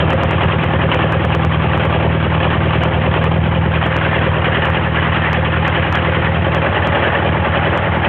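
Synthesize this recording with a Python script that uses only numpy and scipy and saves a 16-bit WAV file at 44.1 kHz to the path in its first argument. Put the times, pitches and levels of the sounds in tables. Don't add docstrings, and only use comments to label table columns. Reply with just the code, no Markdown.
import sys
import numpy as np
from scipy import signal
from scipy.fft import rfft, irfft
from scipy.io import wavfile
from scipy.ndimage import uniform_filter1d

SR = 44100
rng = np.random.default_rng(int(sys.argv[2]) if len(sys.argv) > 2 else 0)


def ratio_of_db(decibels):
    return 10 ** (np.asarray(decibels, float) / 20)


def log_audio(samples):
    frames = np.atleast_2d(samples).T
    limited = np.clip(frames, -1, 1)
    pcm = np.round(limited * 32767).astype(np.int16)
    wavfile.write(sys.argv[1], SR, pcm)


N = 356328
T = np.arange(N) / SR
HZ = np.fft.rfftfreq(N, 1 / SR)
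CYCLES = 84
SWING_AT_S = 3.7
# start in seconds, end in seconds.
TURN_S = (6.2, 6.9)


def evened(x):
    return x / np.sqrt(np.mean(x ** 2) + 1e-20)


def steadied(x):
    return x / np.sqrt(uniform_filter1d(x ** 2, SR // 2))


def read(points):
    f, db = np.transpose(points)
    return ratio_of_db(np.interp(np.log(HZ + 1), np.log(f + 1), db))


def coloured(x, gain):
    return irfft(rfft(x) * gain, N)


def resonate(x, hz, width):
    turn = np.exp(2j * np.pi * np.cumsum(hz) / SR)
    r = np.exp(-np.pi * width / SR)
    smooth = signal.lfilter([1 - r], [1, -r], x / turn)
    return 2 * (turn * smooth).real


def cycles_done():
    # start in seconds, crank speed in turns per minute (held until the next row).
    speed = [(0, 1181.5), (1.2, 1198.5), (1.6, 1183.2), (2.0, 1194.9), (2.4, 1181.55), (3.2, 1209),
             (3.8, 1191), (4.0, 1182), (4.6, 1202.7), (5.0, 1196.4), (5.8, 1206.2), (6.4, 1200),
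             (6.6, 1187.4), (7.0, 1205.1), (7.4, 1202.5)]
    s, rpm = np.transpose(speed)
    rpm_now = rpm[np.searchsorted(s, T, "right") - 1]
    return -.971 + np.cumsum(rpm_now) / (2 * 60 * SR)


def heard(db, per_harsh, per_sway, swing_db, turn_db):
    # time in seconds, harshness in dB.
    harsh_points = [(0, 1.5), (.85, 0), (.95, 4.5), (1.1, 1), (1.45, -3.5), (1.75, 0.5), (2.25, -1),
                    (2.7, 1), (2.9, 0), (3.1, 0.5), (3.45, -3.5), (3.75, -4), (4.05, 1), (4.4, -1),
                    (4.65, 2), (4.9, -3.5), (5.15, 1), (5.55, -2.5), (5.75, 0.5), (6.5, -2), (6.85, 4),
                    (7.15, 4.5), (7.35, -0.5), (7.65, 1.5), (8.08, 0.5)]
    # time in seconds, sway in dB.
    sway_points = [(0, 4), (.15, 3), (.6, -1), (.9, 1.5), (1.25, 1.5), (1.45, -3.5), (2.05, 4),
                   (2.15, -1.5), (2.5, 0), (3.15, 1.5), (3.85, -3), (4.05, 1), (4.75, -0.5), (4.95, -3.5),
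                   (5.6, -2), (6.2, -0.5), (6.6, 2), (7.25, 3), (7.4, 0.5), (7.75, 2), (8.08, -0.5)]
    harsh = np.interp(T, *np.transpose(harsh_points))
    sway = np.interp(T, *np.transpose(sway_points))
    swing = swing_db * (T > SWING_AT_S)
    turn = turn_db * np.interp(T, TURN_S, [0, 1])
    return ratio_of_db(db + per_harsh * harsh + per_sway * sway + swing + turn)


def blows(places, sizes, jitter_s, spread_db, chance):
    cycle = np.arange(CYCLES)[:, None] - 1 + places
    when = np.interp(cycle, cycles_done(), T, -1, 99)
    when = when + jitter_s * chance[..., 0]
    at = np.round(when * SR).astype(int)
    size = sizes * ratio_of_db(spread_db * chance[..., 1])
    inside = (at >= 0) & (at < N)
    return np.bincount(at[inside], size[inside], N)


def ring(table, modes, jitter_s, spread_db):
    place, size = np.transpose(table)
    hits = blows(place, size, jitter_s, spread_db, rng.standard_normal((CYCLES, len(table), 2)))
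    s = 1j * HZ
    body = 0
    for f, width, db, way in modes:
        body = body + way * ratio_of_db(db) * width / 2 * s / ((s + width / 2) ** 2 + f ** 2)
    too_high = 1 + (HZ / 400) ** 4
    too_low = 1 + (60 / (HZ + 1)) ** 6
    return coloured(hits * SR / 20, body / too_high / too_low)


def rumble():
    # frequency in Hz, gain in dB.
    spectrum = [(20, -20), (35, -12), (50, -0.5), (68, -2.5), (80, 1), (120, -4), (160, 5), (210, -7.5),
                (260, -8.5), (400, -46.5)]
    return ratio_of_db(-31) * evened(coloured(rng.standard_normal(N), read(spectrum)))


def exhaust_boom():
    firings = [(.038, 1.03), (.294, 1.12), (.537, 1.21), (.790, .65)]
    # frequency in Hz, width in Hz, relative level in dB, push +1 or pull -1.
    exhaust = [(88.9, 8, -17.8, 1), (115.8, 8, -32.8, 1), (161.6, 9.4, -27.5, -1), (185.3, 12.3, -28.4, -1)]
    # level in dB, dB per dB of harshness, dB per dB of sway,
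    # dB gained by the swing, dB gained by the turn.
    pipe_note = (-14, 1.4, -0.8, -16.5, -6.5)
    tones = ring(firings, exhaust, jitter_s=0.00046, spread_db=1.27)
    return tones + heard(*pipe_note) * resonate(tones, 158 + 0 * T, width=34)


def cab_boom():
    crank_jolts = [(.267, 1.0), (.770, .70)]
    # frequency in Hz, width in Hz, relative level in dB, push +1 or pull -1.
    cab = [(101, 9.8, -23.7, 1), (138.3, 8, -43, 1), (207, 8, -24.7, 1), (342, 12, -30.5, 1)]
    # level in dB, dB per dB of harshness, dB per dB of sway,
    # dB gained by the swing, dB gained by the turn.
    cab_share = (-0.6, 0.62, -0.3, -1.3, 1.1)
    return heard(*cab_share) * ring(crank_jolts, cab, jitter_s=0.00047, spread_db=1.5)


def boom():
    # level in dB, dB per dB of harshness, dB per dB of sway,
    # dB gained by the swing, dB gained by the turn.
    boom_level = (-17, -0.47, 0.27, -1.5, -0.8)
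    return heard(*boom_level) * steadied(exhaust_boom() + cab_boom())


def pings(shake, lo_hz, hi_hz, per_s, t60):
    struck = rng.random(N) < per_s / SR * evened(shake)
    strength = struck * shake * rng.standard_normal(N)
    which = rng.integers(0, 8, N)
    t = T[:2000]
    out = np.zeros(N)
    for k, hz in enumerate(np.geomspace(lo_hz * 1.05, min(hi_hz, 3500) * .95, num=8)):
        note = ratio_of_db(-60 * t / t60) * np.sin(2 * np.pi * hz * t)
        out += signal.oaconvolve(strength * (which == k), note)[:N]
    return out


def with_notes(k, part):
    # pitch in Hz before the turn, pitch in Hz after it.
    panel_hz = (533, 555)
    # pitch in Hz before the swing, pitch in Hz after it.
    pipes_hz = (1690, 1740)
    # level in dB, dB per dB of harshness, dB per dB of sway,
    # dB gained by the swing, dB gained by the turn.
    cover_ring = (-2.5, -1.5, 0.8, -3.5, 9.5)
    if k == 0:
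        low, high = resonate(part, 328 + 0 * T, width=50), resonate(part, 392 + 0 * T, width=30)
        return part + 1.6 * low + .4 * high
    if k == 1:
        return part + 4.7 * resonate(part, np.interp(T, TURN_S, panel_hz), width=40)
    if k == 2:
        return part + heard(*cover_ring) * resonate(part, 850 + 0 * T, width=65)
    if k == 3:
        pitch = np.where(T > SWING_AT_S, pipes_hz[1], pipes_hz[0])
        return part + 0.59 * resonate(part, pitch, width=310)
    return part


def clatter():
    # place in the cycle from 0 to 1, dB into block, panel, cover, pipework and tick,
    # dB into the panel once the microphone has turned.
    knocks = [(.05, -6, -9, 1, 1, 3, -4), (.136, -11, -14, -4, -4, -3, 2), (.2, -14, -25, -5, -6, -5, -12),
              (.28, 2, -1, -2, -2, -1, 2), (.37, -5, -13, -9, -9, -12, -6), (.428, -7, 3, -8, -9, -9, -9),
              (.545, -11, -11, -9, -8, -6, -2), (.66, -12, -20, -14, -14, -12, -20),
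              (.785, -8, -8, 0, 1, -1, -4), (.86, -2, -10, -4, -6, -6, -4), (.95, -14, -8, -5, -5, -6, -8)]
    # low edge in Hz, high edge in Hz, decay time constant in seconds, steady shaking in dB,
    # rough knock-to-knock spread in dB, share that repeats every cycle from 0 to 1,
    # strength of the bare blow, level of short metal pings in dB.
    parts = [(246, 616, 0.011, -10, 2, 0.7, 15, -33.5), (420, 710, 0.011, -14.5, 1.0, 0.7, 24, -39),
             (680.5, 1507, 0.009, -3, 2, 0.2, 16, -12), (1316, 2196, 0.009, -2.5, 2, 0, 6.6, -9),
             (2184, 8700, 0.0088, -6.5, 2.5, 0.3, 11, -10)]
    # frequency in Hz, gain in dB.
    spectrum = [(140, -29), (230, 7), (267, -7), (321, -2.5), (459, -7), (539, -8.5), (656, -7),
                (872, -9.5), (1140, -6.5), (1460, -12.5), (1780, -11), (2200, -11), (3070, -14),
                (3390, -17.5), (4390, -19), (5710, -83.5), (9660, -120)]
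    # level in dB, dB per dB of harshness, dB per dB of sway,
    # dB gained by the swing, dB gained by the turn.
    part_levels = [(-26, 0.5, 0.1, -1.5, -0.3), (-25.5, 0.1, 1.2, 1.26, -1), (-23, 0.64, -0.2, -0.2, 1),
                   (-26.5, 0.91, -0.32, 4, -1), (-26.5, 0.8, -0.15, 1, -1.5)]
    place, *into_db = np.transpose(knocks)
    shared = rng.standard_normal((CYCLES, len(knocks), 2))
    shared[..., 1] += .8 * rng.standard_normal((CYCLES, 1))
    grit = ratio_of_db(3.7 * rng.exponential(1, N)) * (rng.random(N) < 1500 / SR)
    done = cycles_done()
    habit = rng.standard_normal(4410)[(done % 1 * 4410).astype(int)]
    turn_cycles = np.interp(TURN_S, T, done)
    turned = np.interp(np.arange(CYCLES) - 1, turn_cycles, [0, 1])[:, None]
    t = T[:8000]
    out = np.zeros(N)
    for k, (lo_hz, hi_hz, decay, steady_db, spread_db, same, blow, ping_db) in enumerate(parts):
        chance = 0.9 * shared + 0.43 * rng.standard_normal(shared.shape)
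        after_db = into_db[5 if k == 1 else k]
        db = (1 - turned) * into_db[k] + turned * after_db
        hits = blows(place, ratio_of_db(db), 0.0002, spread_db, chance)
        burst = np.exp(-t / decay) * (1 - np.exp(-t / 0.00062))
        shake = ratio_of_db(steady_db) + signal.oaconvolve(hits, burst)[:N]
        fresh = rng.standard_normal(N) * (1 + 0.64 * grit)
        rattle = same * habit + np.sqrt(1 - same ** 2) * fresh
        drive = shake * rattle + blow * hits
        drive += ratio_of_db(ping_db) * pings(shake, lo_hz, hi_hz, per_s=600, t60=0.037)
        band = 1 / np.sqrt((1 + (lo_hz / (HZ + 1)) ** 12) * (1 + (HZ / hi_hz) ** 12))
        part = with_notes(k, coloured(drive, band * read(spectrum)))
        out += heard(*part_levels[k]) * steadied(part)
    return out


def hard_knocks():
    # time of the peak in seconds, peak level in dB, push +1 or pull -1.
    knock_list = [(0.1047, -0.7, 1), (0.1335, -1.8, -1), (0.2352, -1.1, -1), (0.311, -1.3, -1),
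                  (0.4384, -1.9, -1), (0.6415, -1.9, -1), (0.9212, -1.1, -1), (0.9461, -0.7, -1),
                  (1.124, -1.6, -1), (1.2508, -0.8, -1), (1.3048, -1.3, 1), (1.3502, -0.8, -1),
                  (1.4496, -1.0, -1), (1.7772, -2.2, -1), (1.8538, -2.2, -1), (2.836, -0.8, 1),
                  (3.144, -3.1, -1), (3.2424, -1.4, 1), (3.8651, -2.0, -1), (3.9666, -0.6, -1),
                  (4.0675, -2.2, -1), (4.6553, -1.0, 1), (4.7026, -0.6, -1), (5.0539, -2.0, 1),
                  (5.3317, 0.2, 1), (5.68, -0.1, 1), (5.9266, -1.1, -1), (5.9548, 0.5, 1),
                  (6.5487, -0.4, -1), (6.8729, -0.4, -1), (7.7319, -1.4, 1), (7.7763, -1.3, -1)]
    s, db, way = np.transpose(knock_list)
    lead = .0003
    t = T[:600] - lead
    envelope = np.where(t < 0, 1 + t / 0.00079, np.exp(-t / 0.00033))
    blow = np.cos(2 * np.pi * 1100 * t) * envelope
    hits = np.bincount(np.round((s - lead) * SR).astype(int), way * ratio_of_db(db), N)
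    return signal.oaconvolve(hits, blow)[:N]


def scene():
    rounded_at = .66
    knocks = hard_knocks()
    roar = rumble() + boom() + clatter()
    roar = roar / (1 + (roar / rounded_at) ** 6) ** (1 / 6)
    taken = np.clip(7 * uniform_filter1d(abs(knocks), 50), 0, 1)
    return (roar * (1 - taken) + knocks)[None]


def band_limit(x):
    return signal.sosfilt(signal.butter(12, 15850, fs=SR, output="sos"), x)


def record(dry):
    power = signal.lfilter([.004], [1, -.996], dry[0] ** 2)
    power_db = 10 * np.log10(power + 1e-9)
    over_db = np.maximum(power_db + 17.0, 0)
    evened_out = dry[0] / ratio_of_db(0.43 * over_db)
    response = [(10, -39.0), (40, -2.5), (66, 0.0), (76, 2.5), (3300, 0), (3800, -10.5),
                (4400, -28.5), (4600, -48), (4800, -100)]
    narrow = coloured(evened_out, read(response))
    flat = np.clip(narrow, -.708, .708)
    return band_limit(flat[None])


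dry = scene()
out = record(dry)
log_audio(out)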